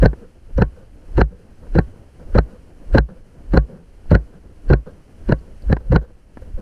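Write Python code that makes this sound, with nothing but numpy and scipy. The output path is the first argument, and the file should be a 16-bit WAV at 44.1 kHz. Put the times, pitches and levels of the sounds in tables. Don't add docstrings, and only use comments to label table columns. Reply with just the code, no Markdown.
import sys
import numpy as np
from scipy import signal
from scipy.io import wavfile
from scipy.ndimage import uniform_filter1d, minimum_filter1d, map_coordinates

SR = 44100
rng = np.random.default_rng(int(sys.argv[2]) if len(sys.argv) > 2 else 0)


def wrap_up_sound(samples):
    columns = np.atleast_2d(samples).T
    tamed = np.clip(columns, -1, 1)
    steps = np.round(tamed * 32767).astype(np.int16)
    wavfile.write(sys.argv[1], SR, steps)


N = 291501
TIME_S = np.arange(N) / SR

# bump_s, clack_s, sway_db, bump_db, judder_db, judder_hz,
# clack_force_db, low_tone_hz, wobble_db
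LURCHES = [(0.0281, .0593, -9.5, -13, -11, 126.2, 1.5, 1524, -1.5),
           (0.5828, .622, -14, -19.5, -14, 149.4, -2, 1508, -8),
           (1.1804, 1.2149, -14.5, -14.5, -18.5, 116.4, 2.5, 1461, 0.5),
           (1.754, 1.7882, -17, -18.5, -12.5, 152.6, -1, 1502, -11),
           (2.3525, 2.386, -17, -16.5, -11.5, 123.2, 2, 1460, -5),
           (2.947, 2.9838, -11.5, -12, -11, 105.1, 5, 1506, 2.5),
           (3.5376, 3.5748, -16, -16.5, -16, 149.9, 1.5, 1509, -0.5),
           (4.1153, 4.1517, -19.5, -14.5, -8, 137.5, .5, 1514, -5.5),
           (4.7022, 4.735, -14.5, -15.5, -8, 150.1, 1, 1465, -1.5),
           (5.292, 5.3237, -20, -19, -17.5, 164.7, -3, 1502, -10.5),
           (5.6987, 5.7278, -14, -28.5, -13.5, 143.7, -3.5, 1559, -8.5),
           (5.9236, 5.962, -12, -17, -11.5, 143.1, 0.5, 1484, -5)]
# hz, relative_db
KNOCK_SPECTRUM = [(40, -7.5), (150, -0.5), (280, 0.5), (420, -7), (560, -4), (720, -18), (1000, -18.5),
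                  (1250, -26), (1600, -20), (1900, -28.5), (2400, -39.5), (4000, -79.5)]
# hz, relative_db
GRIT_SPECTRUM = [(600, -13), (1600, 13.5), (2200, -3.5), (2800, 1), (3550, -13.5), (4150, -3),
                 (5100, -16.5), (6000, -16.5), (7000, -21.5), (9500, -26.5), (12000, -46), (16000, -58)]


def amp(db):
    return 10 ** (np.asarray(db) / 20)


def leveled(x, db, seconds):
    return x * amp(db) * np.sqrt(seconds * SR / (np.sum(x ** 2) + 1e-20))


def add(mix, start_s, sound):
    start = round(start_s * SR)
    sound = sound[max(-start, 0):]
    part = mix[max(start, 0):][:len(sound)]
    part += sound[:len(part)]


def colour(x, points, tilt_db_per_octave=0, size=4096):
    hz, db = np.transpose(points)
    octave = np.log2(abs(np.fft.fftfreq(size, 1 / SR)) + 1)
    gain_db = np.interp(octave, np.log2(hz), db) + tilt_db_per_octave * octave
    log_gain = np.log(amp(gain_db))
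    impulse_response = np.fft.ifft(np.exp(np.conj(signal.hilbert(log_gain)))).real
    return signal.fftconvolve(x, impulse_response)[:len(x)]


def resonate(x, hz, width_hz):
    b, a = signal.iirpeak(hz, hz / width_hz, SR)
    return signal.lfilter(b, a, signal.lfilter(b, a, x))


def wander(rate_hz, count):
    knots = rng.standard_normal(8192)
    return map_coordinates(knots, [np.arange(count) * rate_hz / SR], order=2, mode="wrap")


def grains(t, per_s, spread_db):
    chance = rng.random(len(t))
    size = np.clip(rng.standard_normal(len(t)), -2, 2)
    sign = rng.choice([-1, 1], len(t))
    return (chance < per_s / SR) * sign * amp(spread_db * size)


def blow(count=12000):
    t = np.arange(count) / SR
    return t, 1. * (t == 0)


def breeze(s):
    # time_s, strength_db
    strength = [(0, 5.5), (.35, -3.5), (1.1, 0), (1.9, 0), (2.3, 1), (2.85, .5), (3.25, -1.5), (3.6, -1),
                (4.1, -2.5), (4.65, -1), (5.2, -0.3), (5.7, 0.5), (6.08, -5), (6.33, -7.5), (6.6, 1.5)]
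    return np.interp(s, *np.transpose(strength))


def wind():
    # hz, relative_db
    buffet_spectrum = [(8, -0.5), (22, 2.5), (55, -4), (85, -4), (130, -23.5), (250, -47.5), (600, -77)]
    roar_spectrum = [(50, -12.5), (120, 1.5), (180, -2), (300, -2.5), (400, -7), (510, -7.5), (620, -11.5),
                     (780, -17), (1200, -26), (1600, -26), (2200, -38.5), (4000, -52.5)]
    hiss_spectrum = [(400, 2), (1500, 5), (2300, 1.5), (3050, 1.5), (3600, -9), (4200, -3.5), (6200, -6),
                     (6900, -8.5), (8000, -8), (9600, -6), (10600, -8), (11500, -14), (13000, -15),
                     (15500, -34)]
    # rest_db, swing_db, breeze_db_per_db, flutter_db, drift_db
    air_layers = [(-46, 18.5, 0.9, 1.5, 1.5), (-52, 11.5, 1.07, 3, -0.36), (-64.5, 7.5, 0.68, 0.6, -0.23)]
    # centre_s, change_db, half_length_s
    gust_events = [(3.303, -9, 0.051), (6.556, 16.5, 0.083)]
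    last_swing_s, swing_rise_s, swing_fall_s = 6.418, 0.14, 0.12

    peaks_s = [stop_s for _, stop_s, *_ in LURCHES] + [last_swing_s]
    slopes = [np.minimum((TIME_S - s) / swing_rise_s, (s - TIME_S) / swing_fall_s) for s in peaks_s]
    swing = np.exp(np.max(slopes, axis=0))
    layers = []
    spectra = [buffet_spectrum, roar_spectrum, hiss_spectrum]
    for spectrum, (rest_db, swing_db, follow, flutter_db, drift_db) in zip(spectra, air_layers):
        unsteady_db = flutter_db * wander(35, N) + drift_db * wander(9, N)
        air = colour(rng.standard_normal(N), spectrum) * amp(unsteady_db)
        level_db = rest_db + swing_db * swing + follow * breeze(TIME_S)
        layers.append(leveled(air, level_db, N / SR))
    buffet, roar, hiss = layers
    gusts_db = sum(db * np.exp(-((TIME_S - s) / half_s) ** 2) for s, db, half_s in gust_events)
    return (buffet * amp(gusts_db) + roar + hiss) * signal.windows.tukey(N, .002)


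def hooves():
    # start_s, level_db, length_s, tilt_db_per_octave
    heavy = [(.207, -44, 0.04, -1.5), (.755, -52, 0.068, 2), (1.305, -43, 0.055, -1),
             (1.625, -46.5, 0.029, 0.5), (2.192, -45, .032, 1), (2.48, -48.5, .072, 1),
             (3.082, -38, 0.039, 0), (3.684, -42, 0.095, -1), (4.328, -49, 0.049, 2),
             (4.859, -39, 0.038, .5), (5.802, -46, 0.017, 3), (6.011, -42, 0.041, 2.5),
             (6.416, -44, 0.016, 2.5), (6.575, -44, 0.077, 1)]
    # delay_after_clack_s, level_db (before breeze), length_s
    gait = [(.11, -57, 0.12), (.175, -51, 0.021), (.4, -60, 0.032)]
    # hz, relative_db
    dirt_spectrum = [(60, -29.5), (180, 18), (300, -5.5), (420, 5), (510, 10.5), (640, -7.5), (800, -9.5),
                     (1200, -15.5), (1550, -11.5), (2200, -38.5), (4000, -36.5), (9000, -52)]
    jitter_s = 0.022

    out, t = np.zeros(N), np.arange(12000) / SR
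    light = []
    for _, stop_s, *_ in LURCHES:
        for delay_s, db, length_s in gait:
            start_s = stop_s + delay_s + jitter_s * rng.standard_normal()
            light.append((start_s, db + breeze(stop_s + delay_s), length_s, 0))
    for start_s, db, length_s, tilt in [*heavy, *light]:
        pressure = (1 - np.exp(-t / 0.0025)) * np.exp(-(t / length_s) ** 2)
        crush = grains(t, 1500, 1.7) * pressure
        add(out, start_s, leveled(colour(crush, dirt_spectrum, tilt), db, 2.07 * length_s))
    return out


def bright_clicks():
    # start_s, level_db, resonance_hz, t60_s
    events = [(0.578, -48, 5820, .01), (2.933, -56, 8000, .015), (4.1075, -45, 4340, .012),
              (4.692, -49.5, 4440, .011), (5.282, -57, 3040, .034), (5.389, -58, 4550, .046),
              (5.622, -54, 4500, .035)]
    out = np.zeros(N)
    for start_s, db, hz, t60_s in events:
        t, first = blow()
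        contacts = first + grains(t, 4800, 5.5) * amp(-12.5 - 60 * t / t60_s)
        add(out, start_s, leveled(resonate(contacts, hz, 700) + 0.057 * contacts, db, 0.0031))
    return out


def housing(force):
    # hz, level_db, t60_s
    modes = [(388, -32.5, 0.15), (517.4, -22, 0.099), (679, -21, 0.048), (866, -29.5, 0.024),
             (1113, -34, 0.13), (1500, -29.5, 0.091), (1560, -22, 0.057), (1795, -28, 0.05),
             (2030, -46, .045), (3890, -45.5, 0.039)]
    t = np.arange(len(force)) / SR
    ring = np.zeros(len(force))
    for hz, db, t60_s in modes:
        luck, detune = rng.standard_normal(2)
        decay = amp(db + 3.6 * luck - 60 * t / t60_s)
        ring += decay * np.sin(2 * np.pi * hz * (1 + 0.013 * detune) * t)
    return signal.fftconvolve(force, ring)[:len(force)]


def taps():
    # start_s, level_db, tilt_db_per_octave
    touches = [(.132, -33.5, -2.5), (1.669, -48.5, -3), (2.8, -44.5, -4.5), (4.058, -47.5, -4),
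               (5.7681, -29, -.5), (6.372, -41, -1.5)]
    # hz, relative_db
    tap_spectrum = [(100, 2), (400, 12.5), (700, 4), (1000, 4.5), (1250, -5), (1600, 6), (2000, -8.5),
                    (2800, -20), (3500, -30.5), (4300, -25), (6000, -37.5), (12000, -65)]
    chatter_s, ring_db = 0.0063, -4.5
    out = np.zeros(N)
    for start_s, db, tilt in touches:
        t, first = blow()
        chatter = leveled(grains(t, 3000, 2.8) * np.exp(-(t / chatter_s) ** 2), 0, 1 / SR)
        contact = leveled(colour(first + chatter, tap_spectrum, tilt), db, 0.047)
        add(out, start_s, contact + amp(db + ring_db) * housing(first))
    return out


def sway(db):
    t = np.arange(-.15, .06, 1 / SR)
    hz = np.interp(t, [-.05, .01], [28, 54]) * np.exp(0.358 * wander(70, len(t)))
    swell = np.exp(np.minimum((t + 0.011) / 0.022, -(t + 0.0092) / 0.014))
    return t[0], leveled(swell * np.sin(2 * np.pi * np.cumsum(hz) / SR), db, 0.034)


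def grit(db):
    t = np.arange(-.05, .08, 1 / SR)
    pressure = np.exp(np.minimum(t / 0.0071, -t / 0.012))
    crackle = leveled(grains(t, 2700, 2.7) * pressure, -0.5, 1 / SR)
    clicks = leveled(grains(t, 430, 7) * pressure, -1.3, 1 / SR)
    contact = 0.48 * np.diff(1. * (t >= 0), prepend=0)
    return t[0], leveled(colour(crackle + clicks + contact, GRIT_SPECTRUM), db, 0.036)


def bump(slide_s, knock_db, knock_hz, judder_db, judder_hz):
    t = np.arange(-.03, .2, 1 / SR)
    first = np.diff(1. * (t >= 0), prepend=0)
    turns = np.cumsum(judder_hz * np.exp(0.2467 * wander(168.9, len(t)))) / SR
    slips = np.diff(np.floor(turns), prepend=0) * (t > 0) * (t < slide_s) * np.exp(-t / 0.069)
    crumple = np.exp(np.minimum(t / 0.0026, -(t / 0.017) ** 2))
    rattle = leveled(grains(t, 1500, 2.5) * crumple, 6.8, 1 / SR)
    force = 0.73 * first + 0.78 * slips + rattle
    body = colour(force, KNOCK_SPECTRUM)
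    knock = leveled(body + 0.63 * resonate(body, knock_hz, 360), knock_db, 0.049)
    sliding = np.sin(np.pi * np.clip((t + 0.004) / (slide_s + 0.023), 0, 1)) ** .5
    shake = np.cos(2 * np.pi * turns) + 1.14 * np.cos(np.pi * turns)
    judder = leveled(sliding * shake, judder_db, slide_s)
    return t[0], knock + judder + amp(knock_db - 12.5) * housing(force)


def clack_tones(db, low_hz):
    # hz, width_hz, level_db (before the final levelling)
    rasp_modes = [(843, 380, -0.5), (1796, 91, -12.5), (2490, 600, -31), (5150, 1100, -25.5)]
    t = np.arange(-.07, .05, 1 / SR)
    rise = (np.exp(-abs(t) / 0.0042) + 0.13 * np.exp(-abs(t) / 0.018)) * (t < 0)
    rasp_grains = grains(t, 4000, 5.7) * rise
    rasp = sum(leveled(resonate(rasp_grains, hz, width_hz), mode_db, 0.81)
               for hz, width_hz, mode_db in rasp_modes)
    low_turns = np.cumsum(low_hz * np.exp(0.0716 * wander(449.2, len(t)))) / SR
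    low_swell = rise + (t >= 0) * np.exp(-abs(t) / 0.0056)
    low_tone = leveled(low_swell * np.sin(2 * np.pi * low_turns), 2.6, 1)
    high_turns = np.cumsum(4070 + 55 * wander(150, len(t))) / SR
    high_swell = np.exp(np.minimum(t / 0.0087, -t / 0.0065))
    high_tone = leveled(high_swell * np.sin(2 * np.pi * high_turns), -19, 0.87)
    return t[0], leveled(low_tone + rasp + high_tone, db, 0.016)


def clack(thump_db, snap_db, rebound_s):
    # hz, relative_db
    thump_spectrum = [(30, -10), (100, 12), (160, 11.5), (260, 0.5), (380, 7.5), (520, -0.5), (740, -3),
                      (950, -31), (1250, -25), (1530, -15), (1800, -14.5), (2200, -27.5), (4000, -97)]
    snap_spectrum = [(700, -34.5), (1600, 5.5), (2200, 8), (2700, 10), (3150, -4), (3600, -13.5),
                     (4150, 5.5), (4500, 3), (5000, -24.5), (6100, -27), (7000, -36), (9500, -36),
                     (12000, -47.5), (16000, -26)]
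    t, first = blow()
    second = np.roll(first, round(rebound_s * SR))
    thump = leveled(colour(first - 2.0 * second, thump_spectrum), thump_db, 0.024)
    scrape = leveled(grains(t, 8200, 18) * np.exp(-t / 0.00088), -1.5, 1 / SR)
    snap = leveled(colour(first + 0.11 * second + scrape, snap_spectrum), snap_db, 0.038)
    return snap - thump + amp(thump_db + 4) * housing(first)


def settle(db):
    t, _ = blow()
    chatter = grains(t, 2500, 3.4) * np.exp(-t / 0.0082)
    rattle = leveled(colour(chatter, KNOCK_SPECTRUM, 1.5), db, 0.032)
    crisp = leveled(colour(chatter * np.exp(-t / 0.0065), GRIT_SPECTRUM, 0.5), db - 26, 0.024)
    return rattle + crisp


def wobble(db, t60_s):
    t = np.arange(-.03, .3, 1 / SR)
    friction = np.exp(-(np.maximum(t, 0) / 0.085) ** 4)
    swell = np.minimum(np.exp(t / 0.0087), amp(-60 * t / t60_s)) * friction
    overtone = 0.5 * np.exp(-abs(t) / 0.016) * np.sin(2 * np.pi * 142 * t) * (t > 0)
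    return t[0], amp(db) * (swell * np.cos(2 * np.pi * 54 * t) + overtone)


def mount():
    thump_base_db, snap_base_db, tones_base_db, settle_base_db, thump_share = -7, -37, -21, -19, 0.26
    grit_base_db, usual_bump_db = -39.5, -16
    rebound_median_s, sway_lag_s, wobble_lag_s = 0.003224, 0.0055, 0.0096

    out = np.zeros(N)
    for (start_s, stop_s, sway_db, bump_db, judder_db, judder_hz,
         force_db, low_tone_hz, wobble_db) in LURCHES:
        rebound_s = rebound_median_s * np.exp(0.081 * rng.standard_normal())
        thump_db = thump_base_db + thump_share * force_db
        add(out, stop_s, clack(thump_db, snap_base_db + force_db, rebound_s))
        add(out, stop_s, settle(settle_base_db + force_db))
        grit_db = grit_base_db + bump_db - usual_bump_db
        parts = [(start_s + sway_lag_s, sway(sway_db)),
                 (start_s, grit(grit_db)),
                 (start_s, bump(stop_s - start_s, bump_db, 425, judder_db, judder_hz)),
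                 (stop_s, clack_tones(tones_base_db + force_db, low_tone_hz))]
        for at_s, (lead_s, sound) in parts:
            add(out, at_s + lead_s, sound)
        lead_s, swing = wobble(wobble_db, t60_s=0.21)
        add(out, stop_s + wobble_lag_s + lead_s, -swing)
    return out


def scene():
    return (wind() + hooves() + bright_clicks() + taps() + mount())[None]


def record(dry):
    ceiling, recovery_db_per_s, cutoff_hz = .95, 55, 15400
    over_db = 20 * np.log10(np.maximum(abs(dry[0]) / ceiling, 1))
    recovery_db = recovery_db_per_s * TIME_S
    held_db = np.maximum.accumulate(over_db + recovery_db) - recovery_db
    duck_db = uniform_filter1d(minimum_filter1d(-held_db, size=65), size=65)
    lowpass = signal.firwin(511, cutoff_hz, window=("kaiser", 9), fs=SR)
    return signal.oaconvolve(dry * amp(duck_db), lowpass[None], "same")


dry = scene()
out = record(dry)
wrap_up_sound(out)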